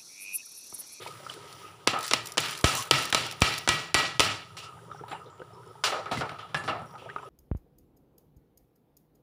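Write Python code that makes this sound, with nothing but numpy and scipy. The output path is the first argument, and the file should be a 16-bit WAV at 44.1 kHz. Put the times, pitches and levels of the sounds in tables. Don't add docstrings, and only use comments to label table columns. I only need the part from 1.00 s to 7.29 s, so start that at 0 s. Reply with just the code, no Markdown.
import sys
import numpy as np
from scipy import signal
from scipy.fft import rfft, irfft, next_fast_len
from scipy.io import wavfile
from scipy.ndimage import uniform_filter1d

SR = 44100
rng = np.random.default_rng(int(sys.argv[2]) if len(sys.argv) > 2 else 0)


def rack_gain(trim_db):
    fader = np.asarray(trim_db, float)
    return 10 ** (fader / 20)


def generate_wav(sig):
    pcm = np.round(np.clip(np.atleast_2d(sig).T, -1, 1) * 32767).astype(np.int16)
    wavfile.write(sys.argv[1], SR, pcm)


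N = 277385
SIZE = next_fast_len(N)

# time in seconds, simmer in dB, rumble in dB.
BROTH = [(0.0, -46, -53.5), (0.47, -44.5, -59), (0.8, -50, -59), (1.0, -46, -56), (2.3, -43, -59),
         (2.6, -44.5, -52.5), (3.2, -61, -53), (3.6, -48.5, -50), (4.12, -48, -53.5), (4.75, -51, -56),
         (5.05, -43.5, -53.5), (5.29, -49, -49), (5.45, -51.5, -55), (5.75, -45, -44.5), (6.29, -45.5, -60)]
# frequency in Hz, level in dB.
SIMMER_TONE = [(150, -37.5), (300, -6.5), (500, -5), (1000, -10.5), (1400, -16), (1800, -15.5), (3000, -35),
               (6000, -54)]
# frequency in Hz, width in Hz, boost in dB.
RUMBLE_PEAKS = [(106, 26, 21.5), (126, 260, 8.5)]
# frequency in Hz, level in dB.
HISS_TONE = [(900, -23), (2000, -9), (3000, -5.5), (4300, -11.5), (7500, -9.5), (10000, -9), (13000, -14.5),
             (16000, -17.5)]
# frequency in Hz, 60 dB decay in seconds, level in dB.
AIR_HUM = [(409, 0.071, -4.5), (815, 0.028, -13), (947, 0.036, -3), (1240, 0.12, -3), (1300, 0.074, -2.5)]
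# frequency in Hz, level in dB.
TAIL_TONE = [(40, -16), (120, 3.5), (300, -7), (860, -10.5), (2500, -3), (5000, -5), (9000, -9.5),
             (16000, -21.5)]
# frequency in Hz, width in Hz, boost in dB.
POT_PEAKS = [(440, 7.4, 5.5), (950, 110, 8), (1276, 41, 14), (1600, 390, -2.5), (2180, 36, 0.5),
             (3000, 270, 4)]
# start in seconds, rms level in dB, centre in Hz, width in Hz,
# 60 dB decay in seconds.
CLINKS = [(.005, -48, 3550, 500, 0.34), (0.066, -38.5, 2350, 400, .08), (.2, -62, 3000, 200, 0.16),
          (.297, -29, 3080, 250, 0.029), (.65, -53, 2610, 400, 0.45), (3.577, -43.5, 2820, 500, 0.46),
          (3.92, -61, 5700, 600, 0.51), (4.096, -53, 7400, 500, 0.4), (4.11, -58, 8600, 250, .4),
          (4.096, -56, 10000, 600, .3), (4.084, -52, 3900, 500, .15), (4.15, -50, 2800, 200, .25),
          (3.915, -56, 3500, 500, .15), (3.975, -58, 5600, 500, .2), (4.114, -39, 2300, 2000, 0.14),
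          (4.257, -56, 3750, 500, .15), (4.395, -57, 2870, 250, .15), (4.3, -62, 7260, 900, 0.55),
          (4.53, -64, 5350, 250, 0.5), (4.67, -62, 5300, 250, .3), (4.841, -31, 2960, 300, 0.25),
          (5.172, -30, 2030, 200, 0.057), (5.389, -46, 3150, 900, 0.4), (5.547, -27.5, 1720, 70, .26),
          (5.546, -45, 2760, 90, 0.41), (5.562, -47, 8600, 250, 0.21), (5.565, -48, 10400, 250, 0.25),
          (5.56, -50, 7600, 200, .3), (5.57, -51, 6800, 200, .3), (5.56, -56, 11500, 250, .3),
          (5.66, -52, 10400, 300, .2), (5.66, -52, 8600, 300, .2), (5.86, -63, 5650, 260, .9),
          (6.183, -47, 2400, 300, .04), (5.688, -33.5, 2754, 200, 0.14), (5.98, -54, 2850, 900, 1.8),
          (6.222, -60, 7600, 150, .15), (6.24, -66, 5500, 200, .3)]
# start in seconds, hold in seconds, rms level in dB, pitch in Hz.
GURGLES = [(.0, .03, -45, 430), (.07, .03, -47, 450), (.355, .03, -48, 420), (.63, .04, -49, 1270),
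           (.933, .04, -36, 760), (.935, .06, -35.5, 1270), (1.745, .07, -36.5, 1060),
           (3.63, .07, -47, 1290), (3.91, .025, -47, 1265), (3.985, .02, -46, 1275), (4.015, .02, -49, 430),
           (4.045, .03, -50, 950), (4.135, .04, -48, 850), (4.2, .03, -50, 1270), (4.24, .055, -52, 430),
           (4.39, .055, -50, 440), (4.54, .08, -54, 980), (4.545, .06, -54, 410), (4.66, .06, -51, 430),
           (4.925, .04, -37, 1270), (4.92, .09, -41, 560), (5.06, .03, -41, 1350), (5.39, .08, -46, 1280),
           (5.7, .1, -41, 700), (5.82, .015, -43, 1300), (5.94, .03, -48, 850), (5.95, .02, -46, 1270),
           (6.02, .06, -47, 480), (6.05, .03, -51, 700), (6.225, .04, -47, 1250), (6.26, .02, -50, 420)]
# start in seconds, peak in dB, pitch in Hz.
BUBBLES = [(0.062, -27, 883), (0.265, -30, 1255), (0.363, -39, 412), (0.646, -42.5, 1170),
           (3.768, -44, 826), (3.915, -36.5, 1250), (3.947, -37, 775), (3.995, -39, 1230),
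           (4.011, -34.5, 437), (4.037, -32, 863), (4.13, -26, 804), (4.148, -33, 864), (4.269, -43, 430),
           (4.401, -33.5, 455), (4.417, -34.5, 473), (4.418, -36.5, 1430), (4.533, -43, 403),
           (4.667, -45.5, 410), (4.754, -42, 844), (5.449, -38, 730), (5.818, -35, 832), (5.939, -37, 750),
           (5.953, -36.5, 1304), (6.02, -39, 474), (6.059, -35, 623), (6.091, -31.5, 1484),
           (6.099, -33, 1770), (6.162, -21, 1174), (6.183, -37.5, 1360), (6.229, -34.5, 957),]
# start in seconds, peak in dB, centre in Hz.
SPECKS = [(0.1984, -44, 4500), (0.5894, -48, 9000), (0.6044, -48, 9500), (0.7564, -50, 6000),
          (0.9714, -36, 11000), (1.0024, -33, 11000), (1.1674, -33, 11000), (1.2344, -38, 9500),
          (3.7944, -56, 7000), (3.8651, -55, 5000), (3.9135, -48, 3790), (3.9729, -50, 4500),
          (4.0821, -40, 12500), (4.0835, -40, 3900), (4.0954, -46, 3500), (4.2444, -52, 5000),
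          (4.2617, -49, 4200), (4.2996, -51, 4000), (4.3964, -49, 2950), (4.4194, -54, 4200),
          (4.4394, -53, 4000), (4.5466, -50, 4300), (4.6628, -45, 7000), (4.6764, -45, 8000),
          (5.4624, -54, 9000), (5.5034, -51, 8500), (5.6984, -30, 4300), (5.7944, -46, 7500),
          (5.8591, -46, 8950), (5.9095, -47, 4400), (5.9274, -48, 11500), (5.9589, -48, 4000),
          (5.9944, -48, 4800), (6.1005, -47, 3600), (6.1609, -52, 12500), (6.1838, -50, 9000),
          (1.025, -34, 12000), (1.045, -34, 12000), (1.338, -32, 12000), (2.008, -27, 7000),
          (2.125, -30, 12000), (2.579, -22, 4000), (4.116, -36, 1800), (4.127, -36, 2600),
          (5.294, -29, 2800), (4.846, -22, 4000), (4.856, -25, 5000), (0.076, -38, 2500),
          (4.09, -46, 12500)]
# start in seconds, peak in dB, lower part in dB relative to it.
TICKS = [(0.3386, -32.5, 6), (0.527, -35, 6), (0.9887, -23.5, -11), (1.0084, -24, -5), (1.0294, -22, -3),
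         (1.065, -20.5, -15), (1.0794, -19.5, 16.5), (1.258, -23, -3), (1.2705, -20.5, -17),
         (1.3206, -24, -18), (1.4035, -16.5, -12), (1.4575, -24, -7), (1.5095, -21, -7),
         (1.5753, -22.5, -8), (1.5888, -26.5, -11), (1.6112, -25, -12), (1.751, -12, -18),
         (1.797, -23, -13), (1.8234, -19, 2), (1.9894, -22, -17), (2.024, -23, -2), (2.0537, -18.5, -9),
         (2.1016, -22, -9), (2.2653, -25.5, -6.5), (2.312, -24.5, 5), (2.3236, -25.5, 4),
         (2.4054, -19.5, -40), (2.5795, -20, 4), (2.5854, -20.5, -2)]
# start in seconds, peak in dB, main ring in Hz, then treble and
# room tail in dB relative to the peak.
CLATTER = [(0.295, -30, 1315, -3.5, -14.5), (0.932, -21.5, 740, -20.5, -5), (1.747, -23, 1140, -8.5, -8),
           (3.568, -33.5, 1290, -2, -6.5), (3.629, -35, 1300, -10.5, -10), (4.081, -36.5, 1300, -22, -9),
           (4.111, -34.5, 824, -29.5, -8), (4.838, -12.5, 1507, -6, -7.5), (5.058, -26, 1310, -31.5, -15),
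           (5.209, -18, 1460, -33.5, -16.5), (5.386, -36, 1300, -19, -6), (5.69, -24, 1300, -31, -13)]
# start in seconds, peak in dB, main ring in Hz, then boom and
# room tail in dB relative to the peak.
BUMPS = [(4.919, -20, 1170, -25.5, -11), (5.113, -17.5, 730, -5.5, -10), (5.13, -36, 1210, -9, -30),
         (5.172, -22.5, 2070, 1.5, -15), (5.293, -25.5, 1600, -15, -15.5), (5.318, -30.5, 725, -2.5, -34),
         (5.49, -46.5, 1280, -13, -4.5), (5.545, -12.5, 1715, -12, -18.5), (5.638, -31, 1300, 1.5, -12),
         (5.678, -19, 1235, -18, -9), (5.818, -36, 770, 5.5, -41), (5.978, -45.5, 1000, -5, -5)]
# time when fullest in seconds, hold
# in seconds, level in dB, # top octave in dB relative to it.
RICE = [
    (0.01, 0.064, -35, -9.5),
    (1.04, 0.013, -25.5, -12),
    (1.27, 0.0084, -33.5, -9),
    (1.45, 0.096, -25.5, -10.5),
    (1.66, 0.13, -28, -1.7),
    (1.96, 0.067, -24.5, -10),
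    (2.17, 0.06, -27, -11.5),
    (2.49, 0.025, -24, -12.5),
    (2.69, 0.062, -73, -14.5),
]
# frequency in Hz, level in dB.
PATTER_TONE = [(700, -18.5), (1500, 2.5), (3600, 3.4), (6000, 10.5), (10000, -12), (16000, -22)]
# start in seconds, crack peak in dB, then thump, body and room tail in dB
SLAPS = [(0.8702, -29, -13, 12.5, -7), (0.874, 1.5, -53, -11.5, -21.5), (1.1112, -8, -57, -12, -16),
         (1.135, 1, -50, -16.5, -29), (1.3728, -7.5, -28, -11, -32), (1.3798, -1.5, -51, -18.5, -22),
         (1.6399, -18, -10, 2, -31), (1.643, -1, 0, -13, -19.5), (1.9108, 3.5, -33.5, -24, -23),
         (2.1263, -5, -30, -8, -17), (2.147, 0, -30, -17.5, -31.5), (2.4134, -16, -14.5, -17, -6),
         (2.4195, 0, -3, -14.5, -27), (2.6762, -7.5, -24.5, -2.5, -17), (2.6895, 1.5, -17.5, -22, -25.5),
         (2.9436, 1.5, -52, -31, -20.5), (2.9484, -9, -6.5, -7, -64), (3.1957, 5, -14, -30, -24.5),
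         (3.2034, 1.5, -51, -22, -60.5)]
# frequency in Hz, level in dB.
CRACK_TONE = [(120, -58), (300, -1), (1000, -6), (2000, 1.5), (3500, 3.4), (6000, -0.5), (10000, -7.5),
              (16000, -20.5)]
# frequency in Hz, level in dB.
RIM = [(1265, -48.5), (1293, -34.5), (1676, -46.5), (1911, -63), (1934, -31.5), (2340, -34.5), (2358, -43),
       (2730, -43.5), (2955, -44), (2984, -46.5)]
RIM_T60_S = [0.7, 0.18, 0.71, 0.94, 0.55, 0.41, 0.51, 0.21, 0.26, 0.32]
# frequency in Hz, width in
# Hz, boost in # dB.
PHONE_PEAKS = [(8200, 650, -6), (13050, 4060, -16), (15500, 970, 7),
               (6450, 450, -7)]
PHONE_EDGES_HZ = [60, 15400]

HISS_REST_DB, HISS_TOP_DB, HISS_OFFSET_DB, HISS_LINGER_S = -62.5, -52, -9, 0.11
GURGLE_WIDTH_HZ, GURGLE_T60_S = 110, 0.05
BURST_T60_S, GENTLE_STRETCH = 0.035, 0.3
POP_DB, POP_RING_DB = -15, -19
CLATTER_BOOM_DB, BUMP_TREBLE_DB, BUMP_TREBLE_DB_PER_BOOM_DB = -62.5, -8, 0.98
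STREAM_DB, STREAM_TOP_DB, STREAM_STEADY_S, STREAM_FALL_DB_PER_S = -42.5, -12.5, 0.55, 43
SLIP_RISE_DB_PER_S, SLIP_FALL_DB_PER_S, TOP_FALL_DB_PER_S = 331, 126, 51
FULL_T60_S, EMPTY_T60_S, T60_GAIN_PER_S = 0.19, 0.42, 0.32
THUMP_HZ, THUMP_T60_S, RIM_FLUTTER_DB = 89, 0.016, 2


def at(s):
    return int(s * SR)


def add(bus, s, x):
    i = at(s)
    bus[i:i + len(x)] += x[:N - i]


def fade(t60, length=0.56):
    t = np.arange(at(length)) / SR
    return rack_gain(-60 * t / max(t60, 0.001)), t


def walk(rate):
    k = int(SR / rate)
    steps = np.repeat(rng.standard_normal(N // k + 1), k)
    return 0.8 * uniform_filter1d(uniform_filter1d(steps, k), k)[:N]


def curves(table):
    s, *cols = np.transpose(table)
    return [np.interp(np.arange(N) / SR, s, c) for c in cols]


def band(x, lo_hz, hi_hz):
    return signal.sosfilt(signal.butter(2, [lo_hz, hi_hz], "band", fs=SR, output="sos"), x)


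def ring(x, hz, t60):
    pole = np.exp((2j * np.pi * hz - np.log(1000) / t60) / SR)
    return signal.lfilter([1], [1, -pole], x).imag


def colour(x, points, peaks=()):
    size = 8192
    hz = np.maximum(np.fft.rfftfreq(size, 1 / SR), 1)
    point_hz, point_db = np.array(points).T
    gain = rack_gain(np.interp(np.log(hz), np.log(point_hz), point_db))
    for f, w, g in peaks:
        gain = gain * (1 + (rack_gain(g) - 1) / np.sqrt(1 + (2 * (hz - f) / w) ** 2))
    ceps = irfft(np.log(gain))
    ceps[1:size // 2] *= 2
    ceps[size // 2 + 1:] = 0
    h = irfft(np.exp(rfft(ceps)))
    return signal.fftconvolve(x, h / np.sqrt(np.sum(h ** 2)))[:len(x)]


def split(spectrum, centres_hz):
    octave = np.log2(np.fft.rfftfreq(SIZE, 1 / SR) + 1)
    bands = []
    for share in np.eye(len(centres_hz)):
        weight = np.interp(octave, np.log2(centres_hz), share)
        bands.append(irfft(spectrum * weight, SIZE)[:N])
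    return bands


def rippled(x, depth_db, width_hz):
    k = max(int(width_hz * SIZE / SR), 1)
    steps = np.repeat(rng.standard_normal(N // 20), k)[:SIZE // 2 + 1]
    return rfft(x, SIZE) * rack_gain(depth_db * uniform_filter1d(steps, k))


def patchy(x, depth_db, rate):
    bands = split(rfft(x, SIZE), 1000 * 2 ** np.arange(0, 4.1, 0.5))
    return sum(rack_gain(depth_db * walk(rate)) * b for b in bands)


def grains(rate, spread_db):
    size = np.minimum(rng.exponential(size=N), 4)
    g = (rng.random(N) < rate / SR) * rng.choice([-1, 1], N) * rack_gain(spread_db * size)
    return g / np.sqrt(np.mean(g ** 2))


def flow():
    t = np.arange(N) / SR
    stream = STREAM_DB - STREAM_FALL_DB_PER_S * np.maximum(t - STREAM_STEADY_S, 0)
    stream = stream - SLIP_RISE_DB_PER_S * np.maximum(t - SLAPS[0][0], 0)
    level, top = stream, stream + STREAM_TOP_DB
    for s, held, db, top_db in RICE:
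        before, after = np.maximum(s - t, 0), np.maximum(t - s - held, 0)
        clump = db - SLIP_RISE_DB_PER_S * before - SLIP_FALL_DB_PER_S * after
        level = np.maximum(level, clump)
        top = np.maximum(top, clump + top_db - TOP_FALL_DB_PER_S * after)
    return level, top


def tail(power, s, level_db, t60, duck, bass_db=0, body_db=0, bright_db=0):
    tilts_db = (bass_db, body_db, 0, 0.88 * bright_db, bright_db)
    stretches = (0.99, 1.083, 0.98, 0.97, 0.65)
    rises_s = (0.0046, 0.0027, 0.001, 0.00068, 0.0034)
    for bus, stretch, rise, db in zip(power, stretches, rises_s, tilts_db):
        decay, t = fade(t60 * stretch)
        build = 1 - np.exp(-t / rise)
        recover = 1 - min(duck, 0.95) * np.exp(-t / 0.089)
        add(bus, s, (rack_gain(level_db + db) * decay * build * recover) ** 2)


def reverb(power):
    noise = rippled(colour(rng.standard_normal(N), TAIL_TONE, POT_PEAKS), depth_db=3.0, width_hz=41)
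    bands = split(noise, [150, 700, 2500, 6000, 13000])
    return sum(np.sqrt(p) * rack_gain(2.5 * walk(70)) * b for p, b in zip(power, bands))


def blips(count=520):
    out = np.zeros(N)
    decay, t = fade(0.041, 0.05)
    for when, pitch, size in rng.random((count, 3)):
        tone = np.sin(2 * np.pi * 380 * 4 ** pitch * t * (1 + 4 * t))
        add(out, when * (N - 1) / SR, size ** 2 * decay * tone)
    return out / out.std()


def simmer():
    hum = sum(rack_gain(db + 4 * walk(25)) * ring(rng.standard_normal(N), hz, t60) for hz, t60, db in AIR_HUM)
    fizz = rack_gain(-7.0 + 0.91 * walk(30)) * colour(rng.standard_normal(N), SIMMER_TONE)
    return hum / hum.std() + fizz + 0.55 * blips()


def steam():
    keep = np.exp(-1 / (HISS_LINGER_S * SR))
    falling = rack_gain(flow()[0])
    cloud = signal.lfilter([1 - keep], [1, -keep], falling, zi=[falling[0]])[0]
    hiss_db = np.clip(20 * np.log10(cloud + 1e-9) + HISS_OFFSET_DB, HISS_REST_DB, HISS_TOP_DB)
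    hiss = colour(rng.standard_normal(N) + 0.4 * grains(400, spread_db=2.5), HISS_TONE)
    streaked = irfft(rippled(hiss, depth_db=2.0, width_hz=160), SIZE)[:N]
    return rack_gain(hiss_db - 0.3 + 2.2 * walk(16)) * patchy(streaked, depth_db=3.5, rate=9)


def broth():
    simmer_db, rumble_db = curves(BROTH)
    rumble_tone = [(30, -30), (70, -11.0), (170, 5.5), (260, -25.5), (500, -30.0)]  # Hz, dB
    rumble = colour(rng.standard_normal(N), rumble_tone, RUMBLE_PEAKS)
    return rack_gain(simmer_db - 5.0) * simmer() + rack_gain(rumble_db + 2 * walk(6)) * rumble + steam()


def clinks():
    out = np.zeros(N)
    for s, db, hz, width, t60 in CLINKS:
        decay, t = fade(t60)
        rough = band(rng.standard_normal(len(t)), hz - width / 2, hz + width / 2)
        rough = rough / rough.std() + np.sin(2 * np.pi * hz * t) * 90 / width
        add(out, s, rack_gain(db) * rough / rough.std() * decay * (1 - np.exp(-t / 0.0012)))
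    return out


def gurgles():
    out = np.zeros(N)
    t = np.arange(at(0.2)) / SR
    for s, held, db, hz in GURGLES:
        noise = rng.standard_normal(2 * len(t))
        hum = band(noise, hz - GURGLE_WIDTH_HZ / 2, hz + GURGLE_WIDTH_HZ / 2)[len(t):]
        shape = rack_gain(db - 60 * np.maximum(t - held, 0) / GURGLE_T60_S) * (1 - np.exp(-t / 0.004))
        add(out, s, shape * hum / hum.std())
    return out


def bubbles():
    tones, plops, snaps = np.zeros((3, N))
    for s, db, hz in BUBBLES:
        t60 = BURST_T60_S * rack_gain(-GENTLE_STRETCH * (db + 29))
        decay, t = fade(t60, 0.2)
        tone = np.sin(2 * np.pi * hz * t * (1 + 5.0 * t))
        add(tones, s, rack_gain(db - 0.5) * tone * decay * (1 - np.exp(-t / 0.00064)))
        plop = band(rng.standard_normal(len(t)) * fade(0.75 * t60, 0.2)[0], 0.59 * hz, 1.5 * hz)
        add(plops, s, rack_gain(db - 9) * plop / abs(plop).max())
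        add(snaps, s, rack_gain([db]))
    air = sum(ring(snaps, hz, t60) for hz, t60, db in AIR_HUM)
    pops = band(band(snaps, 350, 1300), 350, 1300)
    wobbling = rack_gain(4 * walk(150)) * (tones + rack_gain(POP_RING_DB) * air)
    return wobbling + 1.3 * plops + rack_gain(POP_DB + 20) * pops


def specks():
    out = np.zeros(N)
    for s, db, hz in SPECKS:
        click = rng.standard_normal(at(0.02)) * fade(0.012, 0.02)[0]
        click = band(click, 0.75 * hz, min(1.3 * hz, 15000)) + 0.15 * band(click, 3000, 15000)
        add(out, s, rack_gain(db - 1) * click / abs(click).max())
    return out


def ticks():
    high, low = np.zeros((2, N))
    for s, db, low_db in TICKS:
        skip = rng.standard_normal(at(0.03)) * fade(0.022, 0.03)[0]
        add(high, s, rack_gain(db - 1) * skip)
        add(low, s, rack_gain(db + min(low_db, 4) - 4.5) * skip)
    return band(high, 4360, 13700) + band(low, 2000, 8200)


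def clatter(power):
    out = np.zeros(N)
    rattle = rack_gain(5 * walk(110))
    knocks = []
    for s, db, hz, bright_db, tail_db in CLATTER:
        knocks.append((s, db, hz, CLATTER_BOOM_DB, bright_db, tail_db))
    for s, db, hz, boom_db, tail_db in BUMPS:
        bright_db = BUMP_TREBLE_DB + BUMP_TREBLE_DB_PER_BOOM_DB * boom_db
        knocks.append((s, db, hz, boom_db, bright_db, tail_db))
    for s, db, hz, boom_db, bright_db, tail_db in sorted(knocks):
        chatter = np.resize(rattle[at(s):], at(0.3)) * fade(0.13, 0.3)[0]
        push = rng.standard_normal(at(0.3)) * (chatter + 2.1 * fade(0.013, 0.3)[0])
        knock = band(push, 0.38 * hz, 1.41 * hz)
        tone = ring(push, hz, 0.06)
        boom = ring(push, 156, 0.1) + ring(push, 234, 0.085)
        scrape = band(push, 740, 4760) + rack_gain(bright_db + 2.5) * band(push, 6300, 9500)
        levels = ((-8, scrape), (-5, knock), (-12, tone), (boom_db - 9.5, boom))
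        add(out, s, rack_gain(db) * sum(rack_gain(g) * part / abs(part).max() for g, part in levels))
        tail(power, s, db + tail_db - 3.5, 0.35, duck=0.02, bass_db=boom_db + 20,
             body_db=-0.5 * bright_db + 1.5, bright_db=bright_db + 12.5)
    return out


def rice():
    level_db, top_db = flow()
    patter = signal.fftconvolve(abs(grains(500, spread_db=2.5)), fade(0.012, 0.02)[0])[:N]
    rain = rng.standard_normal(N) * (0.5 + patter / patter.std() * 0.5)
    rain = rain + 0.5 * grains(900, spread_db=3.0)
    rain = patchy(colour(rain, PATTER_TONE, POT_PEAKS), depth_db=4.5, rate=25) * rack_gain(2.5 * walk(70) - 1)
    return rack_gain(level_db - 10.5) * band(rain, 680, 7000) + rack_gain(top_db + 15) * band(rain, 9620, 14900)


def slaps(power):
    crack, body, thump, rim = np.zeros((4, N))
    bounce = [-0.34, -0.42, 0.26, 0.52, 0.074, -0.2, -0.74, 0.48]
    for s, db, thump_db, body_db, tail_db in SLAPS:
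        t60 = min(FULL_T60_S + T60_GAIN_PER_S * (s - SLAPS[0][0]), EMPTY_T60_S)
        chance = rng.standard_normal((2, at(0.03)))
        soft = np.hanning(3 + int(max(-db - 4, 0)))
        add(crack, s, rack_gain(db + 8.5) * np.convolve(soft / np.sqrt(soft.sum()), bounce))
        add(crack, s, rack_gain(db - 11) * chance[0] * fade(0.031, 0.03)[0])
        add(body, s, rack_gain(db + body_db + 11) * chance[1] * fade(0.025, 0.03)[0])
        add(thump, s, rack_gain([db + thump_db - 0.5]))
        freedom_db = -9.5 * abs(s - 2.9) - 32 * max(s - 2.96, 0)
        add(rim, s, rack_gain([db + tail_db + 19.5 + freedom_db]) * np.sign(chance[0, :1]))
        tail(power, s, db + tail_db + 7.0, t60, duck=0.81)
    rim_ring = sum(rack_gain(db) * ring(rim, hz, t60) for (hz, db), t60 in zip(RIM, RIM_T60_S))
    rim_ring = rack_gain(10 + RIM_FLUTTER_DB * walk(29.33)) * rim_ring
    air = ring(thump, THUMP_HZ, THUMP_T60_S) + rack_gain(1.5) * ring(thump, 309, 0.0068)
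    return colour(crack, CRACK_TONE, POT_PEAKS) + band(body, 200, 1510) + air + rim_ring


def lookahead_dip():
    depth = np.zeros(N)
    for s, db, *_ in SLAPS:
        add(depth, s - 0.022, np.linspace(0, 1, at(0.022)) * (db > -8))
    return rack_gain(-7 * np.minimum(depth, 1))


def scene():
    power = np.zeros((5, N))
    hits = slaps(power) + clatter(power)
    pot = broth() + clinks() + gurgles() + bubbles() + specks() + ticks() + rice()
    return ((hits + reverb(power) + pot) * lookahead_dip())[None]


def roll_off(x):
    return signal.sosfilt(signal.butter(12, 16810, fs=SR, output="sos"), x)


def record(dry):
    low_hz, high_hz = PHONE_EDGES_HZ
    x = rack_gain(-3) * colour(dry[0], [(1, 0), (SR, 0)], PHONE_PEAKS)
    x = signal.sosfilt(signal.butter(4, low_hz, "high", fs=SR, output="sos"), x)
    x = 0.9 * np.tanh(x / 0.9)
    x = signal.sosfilt(signal.ellip(7, 0.5, 36, high_hz, fs=SR, output="sos"), x)
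    return roll_off(x[None])


dry = scene()
out = record(dry)
generate_wav(out)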